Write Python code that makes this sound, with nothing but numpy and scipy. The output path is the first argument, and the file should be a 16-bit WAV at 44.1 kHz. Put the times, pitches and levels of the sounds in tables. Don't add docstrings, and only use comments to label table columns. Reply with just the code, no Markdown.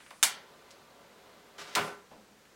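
import sys
import numpy as np
from scipy import signal
from scipy.fft import rfft, irfft
from scipy.io import wavfile
from scipy.ndimage import uniform_filter1d

SR = 44100
rng = np.random.default_rng(int(sys.argv[2]) if len(sys.argv) > 2 else 0)


def materialize(psi):
    bounded = np.clip(np.atleast_2d(psi).T, -1, 1)
    quanta = np.round(bounded * 32767).astype(np.int16)
    wavfile.write(sys.argv[1], SR, quanta)


N = 112454

# (frequency [Hz], t60 [s])
ROOM_DECAY = [(150, 0.35), (1200, 0.41), (3500, 0.33), (7000, 0.19), (14000, .18)]
# (frequency [Hz], spectral level [dB])
ROOM_TONE_COLOUR = [(25, -18.5), (60, -16.5), (110, -9.5), (200, -2.5), (300, -5), (460, -3.5), (900, -10),
                    (1600, -9), (2500, -13.5), (7000, -18), (11000, -25), (16000, -27)]
# (time [s], level [dB], t60 [s])
THUMP_HITS = [(2.113, -22.5, 0.12), (2.125, -23, 0.4), (2.15, -32.5, 0.27)]
# (frequency [Hz], spectral level [dB])
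THUMP_SPECTRUM = [(60, -19.5), (140, -13), (215, 3.5), (330, -6), (520, -1), (900, -3), (1400, -17.5),
                  (3500, -21), (10000, -40)]
# (time [s], level [dB], centre [Hz], t60 [s])
TRIGGER_TICKS = [(.003, -27, 1614, 0.12), (.063, -28.5, 1600, 0.032), (.106, -34, 6500, 0.0202),
                 (.1065, -29.5, 2600, 0.018), (.1085, -23, 1350, 0.023), (.110, -25.5, 800, .06),
                 (0.707, -30.5, 3960, .014), (0.712, -31.5, 4460, .012), (2.454, -36.5, 1700, 0.043)]
# (frequency [Hz], spectral level [dB])
JET_COLOUR = [(500, -13), (3000, -8), (7000, -8), (9700, -2.5), (12000, -18), (16000, -35)]
# (time [s], level [dB])
HAMMER_BLOWS = [(0.2284, 0), (0.2291, -6), (.2312, -7), (0.2334, -3)]
# (frequency [Hz], spectral level [dB])
HAMMER_COLOUR = [(30, -32), (80, -24), (200, -15), (520, -14), (800, -6.5), (1150, -4), (2400, -2),
                 (5000, -4), (7500, -0.5), (10500, -2.5), (13000, -12.5), (15500, -15.5)]
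# (frequency [Hz], width [Hz], lift [dB])
CASE_MODES = [(799, 170, 6), (1335, 250, 8), (2270, 350, 4.5), (2985, 55, 5.5), (3630, 125, 11.5),
              (3630, 78, 5), (4500, 150, 3.5), (6330, 130, 4.5), (6337, 70, 9.5), (7450, 460, 5),
              (8950, 110, 2.5)]
# (frequency [Hz], spectral level [dB])
SMALL_FLAME_COLOUR = [(60, -22), (120, -6), (160, -10), (200, -1), (300, -7.5), (550, 2), (1000, -3),
                      (2200, -9.5), (4200, -10.5), (6500, -27.5), (15000, -26.5)]
# (frequency [Hz], spectral level [dB])
CATCH_COLOUR = [(60, -22), (170, -7.5), (450, -3.5), (1300, 0), (2000, -1), (4500, -4), (7000, -10),
                (10000, -18.5), (15500, -28)]
# (time [s], level [dB])
FRONT_CRACKS = [(1.7514, -2), (1.7562, -3)]
# (frequency [Hz], spectral level [dB])
CRACK_SPECTRUM = [(100, -20), (1000, -19), (1900, 0.5), (4000, 2.5), (6500, -3), (9000, -4), (12000, -18),
                  (15500, -10.5)]
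# (centre [Hz], level [dB], attack [s], hold [s], t60 [s])
ROAR_BANDS = [(69.5, -70, .025, 0.07, 0.29), (175, -42.5, 0.037, 0.022, .15), (449, -35, .02, .018, 0.14),
              (1000, -29, .015, .024, 0.077), (1970, -32, 0.016, 0.025, .11),
              (4140, -38, 0.013, 0.011, .19), (8900, -44, 0.0049, 0.015, 0.28)]
# (frequency [Hz], spectral level [dB])
BURNOFF_COLOUR = [(80, -29), (170, -6.5), (450, 1), (1300, -4.5), (2500, -11.5), (5000, -16.5),
                  (10000, -21.5), (15500, -38)]
# (frequency [Hz], width [Hz], lift [dB])
FIREBOX_MODES = [(156.4, 17.5, 8.5), (235.7, 13, 5), (403, 36, 10.5), (477.7, 35, -0.5), (552, 28, 6.5),
                 (718, 23.5, 3.5), (920, 57, 6), (1011, 26, 8.5), (1189, 26.5, 11.5), (1357, 31, 9),
                 (1507, 24, 9), (2048, 26.3, 9)]

SNAP_S, CATCH_S, FLARE_S, BURNOFF_S = HAMMER_BLOWS[0][0], 1.5805, 1.751, 1.815


def undb(db):
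    return 10 ** (np.asarray(db) / 20)


def unit(x):
    return x / np.sqrt(np.sum(x ** 2) + 1e-18)


def fade(t, t60):
    return np.exp(-np.log(1000) * np.minimum(t / t60, 10))


def envelope(start, attack, hold, t60):
    t = np.arange(N) / SR - start
    return np.clip(t / attack, 0, 1) * fade(np.maximum(t - attack - hold, 0), t60)


def at(start, x):
    return np.concatenate([np.zeros(max(int(start * SR), 0)), x, np.zeros(N)])[:N]


def convolve(x, response):
    return signal.oaconvolve(x, response)[:N]


def along(points, hz):
    table = np.array(points, float)
    return np.interp(np.log(hz + 1), np.log(table[:, 0]), table[:, 1])


def causal(db_at, size=4096):
    freqs = np.fft.rfftfreq(size, 1 / SR)
    cepstrum = irfft(np.log(undb(db_at(freqs))))
    cepstrum[1:size // 2] *= 2
    cepstrum[size // 2 + 1:] = 0
    return irfft(np.exp(rfft(cepstrum)))


def colour(points):
    return unit(causal(lambda f: along(points, f)))


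def band(hz, octaves):
    return unit(causal(lambda f: np.maximum(-2 * (np.log2((f + 1) / hz) / octaves) ** 2, -70)))


def body(modes):
    def lift_db(f):
        return sum(db / (1 + (2 * (f - hz) / width) ** 2) for hz, width, db in modes)
    return causal(lift_db, size=16384)


def ring(hz, t60, size=32768):
    t = np.arange(size) / SR
    return unit(np.sin(2 * np.pi * hz * t) * fade(t, t60))


def noise(response):
    return convolve(rng.standard_normal(N), response)


def burst(t60, size=8192):
    t = np.arange(size) / SR
    spectrum = rfft(rng.standard_normal(size) * fade(t, t60))
    whitened = irfft(spectrum / (np.abs(spectrum) + 1e-12))
    return unit(whitened * fade(t, 10 * t60))


def flutter(hz, depth_db):
    span = int(SR / hz)
    steps = np.repeat(rng.standard_normal(N)[:N // span + 1], span)
    return undb(depth_db * uniform_filter1d(steps, span)[:N])


def even(response):
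    spectrum = rfft(response)
    magnitude = np.abs(spectrum)
    tamed = irfft(spectrum / np.hypot(magnitude, magnitude.mean()))
    return unit(tamed[:len(response) // 2])


def room(size=32768, build_s=0.0075):
    t, freqs = np.arange(size) / SR, np.fft.rfftfreq(size, 1 / SR)
    tail_spectrum = rfft(rng.standard_normal(size))
    echoes = undb(6) * rng.standard_normal(size) * fade(t, t60=0.084)
    for centre, t60 in ROOM_DECAY:
        share = along([(hz, hz == centre) for hz, _ in ROOM_DECAY], freqs)
        echoes += irfft(tail_spectrum * share) * fade(t, t60)
    return even(echoes * np.clip(t / build_s, 0, 1))


def at_microphone(x, walls, wet_db):
    return x + undb(wet_db) * convolve(x, walls)


def room_tone(hum_hz=60):
    hum = np.sin(2 * np.pi * hum_hz * np.arange(N) / SR)
    return undb(-61) * noise(colour(ROOM_TONE_COLOUR)) + undb(-78) * hum


def thump(walls):
    bumps = sum(at(s, undb(db) * burst(t60)) for s, db, t60 in THUMP_HITS)
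    thud = convolve(bumps, colour(THUMP_SPECTRUM))
    low_ring = undb(-5.5) * convolve(bumps, ring(hz=211, t60=0.43))
    return at_microphone(thud, walls, wet_db=-3) + low_ring


def lighter(walls):
    tone = colour(HAMMER_COLOUR)
    blows = sum(at(s, undb(db) * burst(t60=0.009)) for s, db in HAMMER_BLOWS)
    snap = undb(3.5) * convolve(blows, tone)
    blur = convolve(burst(t60=0.025), tone)
    tail = undb(9) * at(SNAP_S, convolve(blur, walls))
    ticks = sum(at(s, undb(db) * convolve(burst(t60), band(hz, octaves=0.54)))
                for s, db, hz, t60 in TRIGGER_TICKS)
    jet = undb(-64.5) * noise(colour(JET_COLOUR)) * envelope(0, attack=0.002, hold=SNAP_S, t60=0.1)
    return convolve(snap, body(CASE_MODES)) + tail + at_microphone(ticks, walls, wet_db=-2.5) + jet


def lighter_flame():
    burning = envelope(SNAP_S, attack=0.088, hold=1.6216, t60=0.26)
    return undb(-61.5) * noise(colour(SMALL_FLAME_COLOUR)) * flutter(hz=24.87, depth_db=1.25) * burning


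def gas_catching():
    catching = undb(-47) * envelope(CATCH_S, attack=0.002, hold=0.039, t60=0.063)
    simmer = undb(-52) * envelope(CATCH_S, attack=0.014, hold=FLARE_S - CATCH_S, t60=0.05)
    return noise(colour(CATCH_COLOUR)) * np.hypot(catching, simmer) * flutter(hz=200, depth_db=1.0)


def fireball(walls):
    catch = gas_catching()
    front = sum(at(s, undb(db) * burst(t60=0.022)) for s, db in FRONT_CRACKS)
    cracks = convolve(front, colour(CRACK_SPECTRUM))
    roar = np.zeros(N)
    for hz, db, attack, hold, t60 in ROAR_BANDS:
        swell = envelope(FLARE_S, attack, hold, 2 * t60) ** 2
        roar += undb(db) * noise(band(hz, octaves=0.4)) * swell
    dying = envelope(BURNOFF_S, attack=0.019, hold=0.048, t60=0.31)
    burnoff = undb(-46) * noise(colour(BURNOFF_COLOUR)) * dying
    flame = catch + (roar + burnoff) * flutter(hz=168.3, depth_db=2.85)
    return at_microphone(flame, walls, wet_db=-5) + at_microphone(cracks, walls, wet_db=-5.5)


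def scene():
    walls = room()
    flames = convolve(lighter_flame() + fireball(walls), body(FIREBOX_MODES))
    return (lighter(walls) + flames + thump(walls) + room_tone())[None]


def record(dry):
    return signal.sosfilt(signal.ellip(10, 0.2, 70, 16000, fs=SR, output="sos"), dry)


dry = scene()
out = record(dry)
materialize(out)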